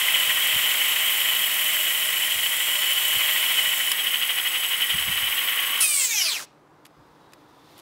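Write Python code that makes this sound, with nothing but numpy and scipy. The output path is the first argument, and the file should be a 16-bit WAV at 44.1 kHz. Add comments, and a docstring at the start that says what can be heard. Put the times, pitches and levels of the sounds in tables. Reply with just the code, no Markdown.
"""First the hub motor of a folding e-bike spins the lifted rear wheel flat out: the freewheel's ratchet buzzes,
hub and mudguard rattle once a turn as resonators struck by small knocks, and the drive whistles in steady tones.
A click cuts the power and the wheel coasts; a hollow whirr swells as it is lowered, then the tyre skids to a halt
with a falling zip, tread and texture being played at the speed of the wheel. Small ticks, faint squeaks and a
soft rustle follow. Filtered noise makes the light wind and the far traffic throughout."""
import sys
import numpy as np
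from scipy import signal
from scipy.fft import rfft, irfft, next_fast_len
from scipy.io import wavfile
from scipy.ndimage import uniform_filter1d, map_coordinates

SR = 44100
rng = np.random.default_rng(int(sys.argv[2]) if len(sys.argv) > 2 else 0)


def transcribe(u):
    """Save the signal u as a 16-bit wav file named by the first command-line argument.

    u: samples, shape (n,) or (channels, n), limited to [-1, 1]; the rate is SR.
    q: integer samples, one column per channel.
    """
    v = np.clip(np.atleast_2d(u).T, -1, 1)
    q = np.round(v * 32767).astype(np.int16)
    wavfile.write(sys.argv[1], SR, q)


N = 344729
TIME = np.arange(N) / SR
FFT_SIZE = 2 * next_fast_len(N // 2 + SR // 4, True)
BINS = np.arange(FFT_SIZE // 2 + 1) * SR / FFT_SIZE + 1e-3  # Hz, kept above zero for the logarithm
POWER_OFF_S, TOUCH_S, SWELL_S, SHIFT_S = 3.918, 5.803, 6.15, 6.63
TEETH, MAGNETS, TREAD_BLOCKS = 30, 46, 78  # per turn of the wheel


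def undb(db):
    """Level to amplitude: 20 dB is a factor of ten."""
    return 10 ** (np.asarray(db) / 20)


def unit(x):
    """Normalisation to an rms of 1."""
    return x / np.sqrt(np.mean(x ** 2))


def curves(table):
    """Linear interpolation: the columns of a table, joined by straight lines in time."""
    s, *columns = np.transpose(table)
    return [np.interp(TIME, s, column) for column in columns]


def after(s, rise):
    """Linear gate: opens from 0 to 1 over `rise` seconds, starting at time s."""
    return np.clip((TIME - s) / rise, 0, 1)


def since(s):
    """Elapsed time: seconds since time s, 0 before it."""
    return np.maximum(TIME - s, 0)


def noise():
    """White noise: equal power at all frequencies."""
    return rng.standard_normal(N)


def walk(rate):
    """Slow random modulation: levels held 1 / rate s and smoothed twice, spread near 1."""
    hold = max(int(SR / rate), 1)
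    steps = np.repeat(rng.standard_normal(N // hold + 1), hold)
    return 1.01 * uniform_filter1d(uniform_filter1d(steps, hold), hold)[:N]


def colour(x, points, step_hz=1):
    """Zero-phase filtering: a spectrum through (frequency [step_hz], level [dB]) points; rms 1."""
    f, db = np.transpose(points)
    gain = undb(np.interp(np.log(BINS / step_hz), np.log(f), db))
    return unit(irfft(rfft(x, FFT_SIZE) * gain)[:N])


def ring(x, modes):
    """Modal resonance: the powers of the modes add, and a cepstrum makes the filter causal; rms 1."""
    power = sum(undb(2 * db) / (1 + ((BINS ** 2 - hz ** 2) / (BINS * width)) ** 2) for hz, width, db in modes)
    cepstrum = irfft(np.log(power))[:FFT_SIZE // 2]
    return unit(irfft(rfft(x, FFT_SIZE) * np.exp(rfft(cepstrum, FFT_SIZE)))[:N])


def tones(lines, waver_db):
    """Pure tones: sines of fixed frequency and given rms that waver a little in level."""
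    total = 0
    for hz, db in lines:
        sine = np.sin(2 * np.pi * (hz * TIME + rng.random()))
        total = total + np.sqrt(2) * undb(db + waver_db * walk(9)) * sine
    return total


# spectrum of the far traffic: (frequency [Hz], relative level [dB])
OUTDOORS = [(15, -59), (25, -30.5), (142, -14), (237, -17.5), (301, -8), (326, -12.5), (637, -16.5),
            (691, -16), (1000, -14), (2630, -32.5), (15000, -49.5)]


def far_traffic(start_db=-58, swell_db_per_s=3):
    """Broadband ambience: dull noise whose level rises steadily from SWELL_S on."""
    level = undb(start_db + swell_db_per_s * since(SWELL_S) + .6 * walk(11))
    return level * colour(noise(), OUTDOORS)


# low tone and its octave: (frequency [Hz], level before the octave's offset [dB rms])
TRAFFIC_HUM = [(150.7, -68), (301.5, -64)]


def traffic_hum(rise_db=7):
    """Harmonic pair: a faint low tone, with an octave that strengthens from SWELL_S on."""
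    low, octave = (tones([line], waver_db=1.0) for line in TRAFFIC_HUM)
    return low + undb(-rise_db * (1.5 - after(SWELL_S, 0.9))) * octave


# puffs of wind: (time [s], level before the puff and eddy offsets [dB])
PUFFS = [(0.289, -44), (0.559, -36.5), (2.369, -40.5), (3.169, -38.5), (4.959, -31), (5.099, -31),
         (5.239, -39), (6.999, -50)]


def wind(width_s=0.016, puff_db=-7, eddy_s=0.066, eddy_db=-19):
    """Turbulent pressure: brief low puffs on the microphone, each trailed by a deeper eddy."""
    puff = sum(undb(db + puff_db) / (1 + ((TIME - s) / width_s) ** 4) for s, db in PUFFS)
    eddy = sum(undb(db + eddy_db) * np.exp(-((TIME - s) / eddy_s - .5) ** 2) for s, db in PUFFS)
    rumble = colour(noise(), [(20, -20.0), (55, -2.5), (120, 1.0), (220, -5.0), (450, -28.5), (2000, -72.5)])
    deep = colour(noise(), [(20, -19.0), (60, 1), (130, -9), (1000, -71.5)])
    return puff * rumble + eddy * deep


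def hedges(x, t60_s=0.36, wet_db=-30):
    """Diffuse reflection: hedges and fence scatter a faint echo with exponential decay."""
    decay = undb(-60 * TIME / t60_s) * after(0.025, 0.016)
    tail = colour(noise(), [(300, -5.5), (4000, 1.5), (8000, -7.0), (15000, -18.0)]) * decay
    return undb(wet_db) * signal.fftconvolve(x, tail / np.sqrt(np.sum(tail ** 2)))[:N]


# resonances of the rustle: (frequency [Hz], width [Hz], relative level [dB])
RUSTLE = [(2300, 1200, -4), (3600, 580, 2.5), (4700, 1300, -5), (9000, 900, -13), (13000, 3000, -14)]


def rustle(start_db=-76.5, growth_db_per_s=12.5, scrape_s=7.81, scrape_width_s=0.12, scrape_db=6.5):
    """Friction noise: shifting the bike rustles, grows steadily and ends in a louder scrape."""
    scrape = scrape_db * np.exp(-((TIME - scrape_s) / scrape_width_s) ** 2)
    level = undb(start_db + growth_db_per_s * since(SHIFT_S) + scrape + 1.5 * walk(60))
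    return level * after(SHIFT_S, 0.3) * ring(noise(), RUSTLE)


# squeaks as the bike is shifted: (time [s], half length [s], frequency [Hz], mean peak level [dB])
SQUEAKS = [(6.98, .1, 5000, -76), (7.28, .11, 3870, -71), (7.65, .12, 3550, -69)]


def squeaks(waver_db=3, flutter=.35):
    """Stick-slip tones: thin squeaks of the loaded frame, unsteady in level and phase (flutter in cycles)."""
    total = 0
    for s, half, hz, db in SQUEAKS:
        swell = undb(db + waver_db * walk(50)) * np.exp(-((TIME - s) / half) ** 2)
        total = total + swell * np.sin(2 * np.pi * (hz * TIME + flutter * walk(60)))
    return total


# clicks of drive train and frame: (time [s], peak level [dB], treble balance [dB])
CLICKS = [(3.917, -7.5, 7), (6.8517, -39, 2), (6.855, -36.5, 0), (6.864, -41, 2), (7.3224, -45, 0),
          (7.334, -36, -4), (7.7797, -37, 11), (7.79, -39, 5), (7.7984, -39, 3)]
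# resonances of the frame: (frequency [Hz], width [Hz], relative level [dB])
FRAME = [(1080, 180, 4), (1900, 1400, 4), (2490, 250, 3), (3720, 120, 5), (5000, 540, 0), (8000, 2300, -7),
         (12000, 2800, -12)]


def clicks(contact_s=0.00016, decay_s=0.0021, tail_s=0.0099, tail_db=-20):
    """Impact: short cracks ring the frame with a two-stage decay, each with its own brightness."""
    body = colour(ring(noise(), FRAME), [(150, -28), (1000, -1), (4000, 3.5)])
    bright = colour(noise(), [(200, -50), (2000, -25), (7000, 1), (12500, 9), (16000, -9.0)])
    out = np.zeros(N)
    for s, db, treble_db in CLICKS:
        span = slice(int(s * SR), int(s * SR) + SR // 10)
        age = TIME[span] - TIME[span][0]
        decay = np.exp(-age / decay_s) + undb(tail_db) * np.exp(-age / tail_s)
        contact = 1 - np.exp(-age / contact_s)  # the parts take a moment to meet
        crack = (body[span] + undb(treble_db - 8.5) * bright[span]) * decay * contact
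        out[span] += undb(db) * crack / np.abs(crack).max()
    return out


def lowering(whirr_db=-36.5, swell_db_per_s=13):
    """Hollow resonance: a whirr swells as the tyre nears the ground."""
    level = undb(whirr_db - swell_db_per_s * np.abs(TOUCH_S - TIME))
    return level * ring(noise(), [(1130, 61, 1), (1430, 150, -7.5), (1700, 250, -5)])


def cogging(turns, powered, hum_db=-50.5, coast_db=-10, waver_db=3, flutter=0.33):
    """Magnetic cogging: magnets passing the stator hum unevenly, louder under power (flutter in cycles)."""
    level = undb(hum_db + coast_db * (1 - powered) + waver_db * walk(30))
    return level * np.sin(2 * np.pi * (MAGNETS * turns + flutter * walk(40)))


# switching tones of the motor drive: (frequency [Hz], level [dB rms])
DRIVE = [(1055, -55), (3783, -50), (4398, -52), (5340, -55), (5911, -55), (6250, -58), (6934, -59),
         (7171, -48), (7564, -47), (8333, -54), (8430, -45), (9841, -53.5)]
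# hissing resonances of the motor: (frequency [Hz], width [Hz], relative level [dB])
STATOR = [(4100, 210, -11), (5500, 480, -9), (6520, 91, -3.5), (7250, 180, 3), (7440, 310, -8.5),
          (9730, 370, 3.5)]


def drive(hiss_db=-38):
    """Magnetic excitation: the switched motor current whistles and hisses in the stator."""
    hiss = colour(ring(noise(), STATOR), [(1000, -15), (4000, -0.5), (10000, -5.0), (14000, -11)])
    return tones(DRIVE, waver_db=3.5) + undb(hiss_db) * hiss


# level of the tyre scrubbing on the asphalt: (time [s], relative level [dB])
SKID = [(5.81, -16), (5.876, -23.5), (6.044, -20.5), (6.096, -28.5), (6.114, -24.5), (6.232, -22.5),
        (6.332, -24.5), (6.432, -37), (6.45, -41)]
# whine of the tread, one row per multiple of the block rate from the first: (relative level [dB])
TREAD = [-11.5, -2, -12.5, 0, -6, -3.5, -9, 0.5, -8, -4.5, -8.5, -10.5, -9, -3.5, 0]
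# how tyre and rim radiate the whine: (frequency [Hz], relative level [dB])
TYRE = [(200, -18.5), (700, -13.5), (1800, -14.5), (2400, 1), (3100, -3), (4500, -5), (9000, -3),
        (14000, -12.5)]
# fine texture of the rubber: (frequency [multiples of the block rate], relative level [dB])
TEXTURE = [(1, -43), (4, -15), (11.8, -15), (13.6, -0.5), (15.2, 0.5), (17.2, -7.5), (25, -21),
           (30.5, -7.5), (36, -20.5)]


def skid(speed, turns, whine_db=-7, scuff_db=-2.0, grit_db=-34, grit_fade_speed=2.4,
         patchy_db=5.5, slap=0.47, slip=0.026, bite_s=0.052, first_db=-6):
    """Periodic contact: blocks slap and texture scuffs the asphalt, so both pitches fall with the speed."""
    level_db, = curves(SKID)
    blocks = turns * TREAD_BLOCKS + slip * walk(260)
    whine = 0
    for k, db in enumerate(TREAD, 1):
        harmonic = np.sin(2 * np.pi * (k * blocks + rng.random()))
        whine = whine + undb(db + patchy_db * walk(55)) * harmonic
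    whine = whine * undb(2.5 * walk(220))  # the rubber grips and lets go
    # the texture lies on the tyre and is played at the speed at which it passes the ground
    size = 256  # texture samples per block
    texture = colour(noise(), TEXTURE, step_hz=SR / size)
    scuff = map_coordinates(texture, [blocks * size % (N - 1)], order=1)
    depth = slap * np.clip(speed / np.interp(TOUCH_S, TIME, speed), 0, 1) ** .5  # slow blocks settle softly
    slaps = (1 + depth * np.cos(2 * np.pi * blocks)) * undb(2 * depth * walk(120))
    scuff = colour(scuff * slaps, [(60, -32.5), (400, -12.0), (1500, 0), (9000, 3.5), (15000, 2.5)])
    grit = colour(noise(), [(60, -35.5), (400, -20.0), (1500, -3.5), (6000, 5.0), (11000, -2.5), (15500, -9)])
    grit_level = undb(grit_db) * np.sqrt(np.clip(speed / grit_fade_speed, 0, 1))
    contact = after(TOUCH_S, 0.0044) * np.clip(speed / .4, 0, 1)
    bite = undb(first_db * (1 - after(TOUCH_S, bite_s)))  # the whine gains strength as the tread bites
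    rubber = undb(whine_db) * bite * colour(whine, TYRE) + undb(scuff_db) * scuff
    return contact * (undb(level_db) * rubber + grit_level * grit * slaps)


def beat(phase, sharp):
    """Periodic modulation: a smooth bump that peaks at 1 at every whole number of the phase."""
    return np.exp(sharp * (np.cos(2 * np.pi * phase) - 1))


# spells in which a high spot of the wheel rubs once a turn: (start [s], end [s], place on the turn [0-1],
# extra level on the hub shell [dB], extra level on the mudguard [dB]), extras before the mean is removed
RUBS = [(0, 2.3, .15, 1, 6), (0.5, 3.2, .63, 3.5, 3.5), (3.15, 3.92, .88, 3, 7.5), (3.92, 5.65, .37, 5, 7),
        (3.95, 4.95, .56, 6, 0), (4.75, 5.7, .8, 3, 7)]


def rubbing(turns, sharpness=2.6, fade_s=.15):
    """Once-per-turn modulation: dB on shell and guard as high spots pass, less the half-second mean."""
    shell = guard = 0
    for start, end, place, shell_db, guard_db in RUBS:
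        spell = after(start - fade_s / 2, fade_s) - after(end - fade_s / 2, fade_s)
        bump = spell * beat(turns - place, sharpness)
        shell = shell + shell_db * bump
        guard = guard + guard_db * bump
    return [db - uniform_filter1d(db, SR // 2) for db in (shell, guard)]


def knocks(hits_per_s=3200, spread_db=2.5):
    """Random impulse train: dense little contacts of uneven strength and either sign."""
    hits = rng.random(N) < hits_per_s / SR
    return hits * np.sign(noise()) * undb(spread_db * noise())


# resonances of the hub shell: (frequency [Hz], width [Hz], relative level [dB])
SHELL = [(2603, 160, -12), (2880, 88, -7.5), (3015, 58, 0.5), (3150, 70, -18), (3250, 49, -3.5),
         (3740, 300, -21.5)]
# resonances of the mudguard: (frequency [Hz], width [Hz], relative level [dB])
MUDGUARD = [(1028, 190, -17), (1466, 30, -11.5), (1937, 86, 0), (2094, 230, -4), (2370, 250, -8.5)]
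# dull body of the rattle between the resonances: (frequency [Hz], relative level [dB])
CLATTER = [(60, -25), (250, -13), (600, -6.5), (1100, -1), (2200, 1), (3400, 1), (4600, -8.5), (9000, -13)]


def rattle(turns, uneven_db=0.77, shell_db=-0.66, guard_db=-5.5, body_db=-9.0):
    """Impact excitation: knocks ring shell and mudguard, harder whenever a high spot passes."""
    on_shell, on_guard = rubbing(turns)
    uneven = uneven_db * walk(90)
    force = undb(on_shell + uneven)
    shell = undb(shell_db) * ring(knocks() * force, SHELL)
    guard = undb(guard_db) * ring(knocks() * undb(on_guard + uneven), MUDGUARD)
    ringing = colour(shell + guard, [(200, -6), (900, -0.5), (3400, 0.5), (4600, -6.0), (8000, -17.5)])
    return ringing + undb(body_db) * colour(noise() * np.sqrt(force), CLATTER)


# resonances of the freewheel body: (frequency [Hz], width [Hz], relative level [dB])
FREEWHEEL = [(5180, 270, -8.5), (6220, 73, -10.5), (6500, 140, -7.5), (7894, 120, -2), (8910, 180, -4),
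             (9920, 290, -4), (10690, 180, -4), (11590, 500, -4), (12200, 86, 0), (13200, 140, 1.5),
             (13900, 410, -7.5), (15770, 230, 2)]
# resonances of the pawls: (frequency [Hz], width [Hz], relative level [dB])
PAWLS = [(13360, 350, -3), (14040, 310, -4.5)]


def freewheel(turns, body_db, pawl_db, snap=0.26, chatter=0.54, scatter_db=1, wear_db=-1.6, fizz_db=-6):
    """Ratchet excitation: pawls snap off every tooth (decay `snap` in teeth) and chatter until the next."""
    tooth, phase = np.divmod(turns * TEETH, 1)
    tooth = tooth.astype(int)
    # each tooth is worn in its own way, and no two snaps are equally strong
    wear = wear_db * rng.standard_normal(TEETH)[tooth % TEETH]
    size = undb(wear + scatter_db * noise()[tooth])
    snaps = size * (chatter + np.exp(-phase / snap))
    steel = ring(snaps * noise(), FREEWHEEL) + undb(fizz_db) * unit(snaps * noise())
    body = colour(steel, [(1500, -13.5), (4500, -8), (7300, -5), (7900, -0.5), (12000, -3.5), (15000, -1.5)])
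    return undb(body_db) * body + undb(pawl_db) * ring(snaps * noise(), PAWLS)


# rear wheel, flat out, coasting, then braked by the ground: (time [s], speed [turns/s])
WHEEL = [(0, 13.6), (1.2, 13.7), (3.2, 13.57), (3.92, 13.57), (4.2, 12.72), (4.88, 11.0), (5.8, 8.75),
         (5.85, 8.12), (6, 6.98), (6.1, 6.03), (6.25, 4.39), (6.3, 3.65), (6.46, 0)]
# strength of the rattle while the wheel is in the air: (time [s], relative level [dB])
RATTLE = [(0, -21.5), (0.8, -22.5), (2.3, -25), (2.95, -24), (3.4, -22.5), (4.05, -25.5), (5.75, -25)]
# high ring of the pawls, before it fades with braking: (time [s], level [dB])
PAWL_RING = [(0, -35.5), (0.6, -31.5), (1.8, -31), (2.3, -36), (2.95, -35), (3.3, -31.5), (4.05, -40),
             (5, -45), (5.4, -35), (5.75, -39)]


def scene(rattle_db=-0.56, freewheel_db=-29.0, coast_db=-1.0):
    """Common rotation: the wheel's angle drives rattle, ratchet and tread; ground contact damps the rattle."""
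    speed, = curves(WHEEL)
    rattle_curve_db, = curves(RATTLE)
    pawl_db, = curves(PAWL_RING)
    turns = np.cumsum(speed) / SR
    powered = 1 - after(POWER_OFF_S, .01)
    airborne = 1 - after(TOUCH_S, 0.071)
    slowing = np.clip(speed / np.interp(TOUCH_S, TIME, speed), 0, 1)  # the ratchet fades as the wheel is braked
    background = far_traffic() + traffic_hum() + wind() + rustle()
    hub = undb(rattle_curve_db + rattle_db) * rattle(turns) + cogging(turns, powered) + lowering()
    ratchet = slowing ** 2 * freewheel(turns, freewheel_db + coast_db * (1 - powered), pawl_db)
    bike = squeaks() + clicks() + powered * drive() + skid(speed, turns) + airborne * hub + ratchet
    return (background + hedges(bike) + bike)[None]


def record(dry, top_hz=15650):
    """Band limiting: a steep elliptic low-pass removes the highest treble."""
    return signal.sosfilt(signal.ellip(12, .1, 90, top_hz, fs=SR, output="sos"), dry)


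dry = scene()
out = record(dry)
transcribe(out)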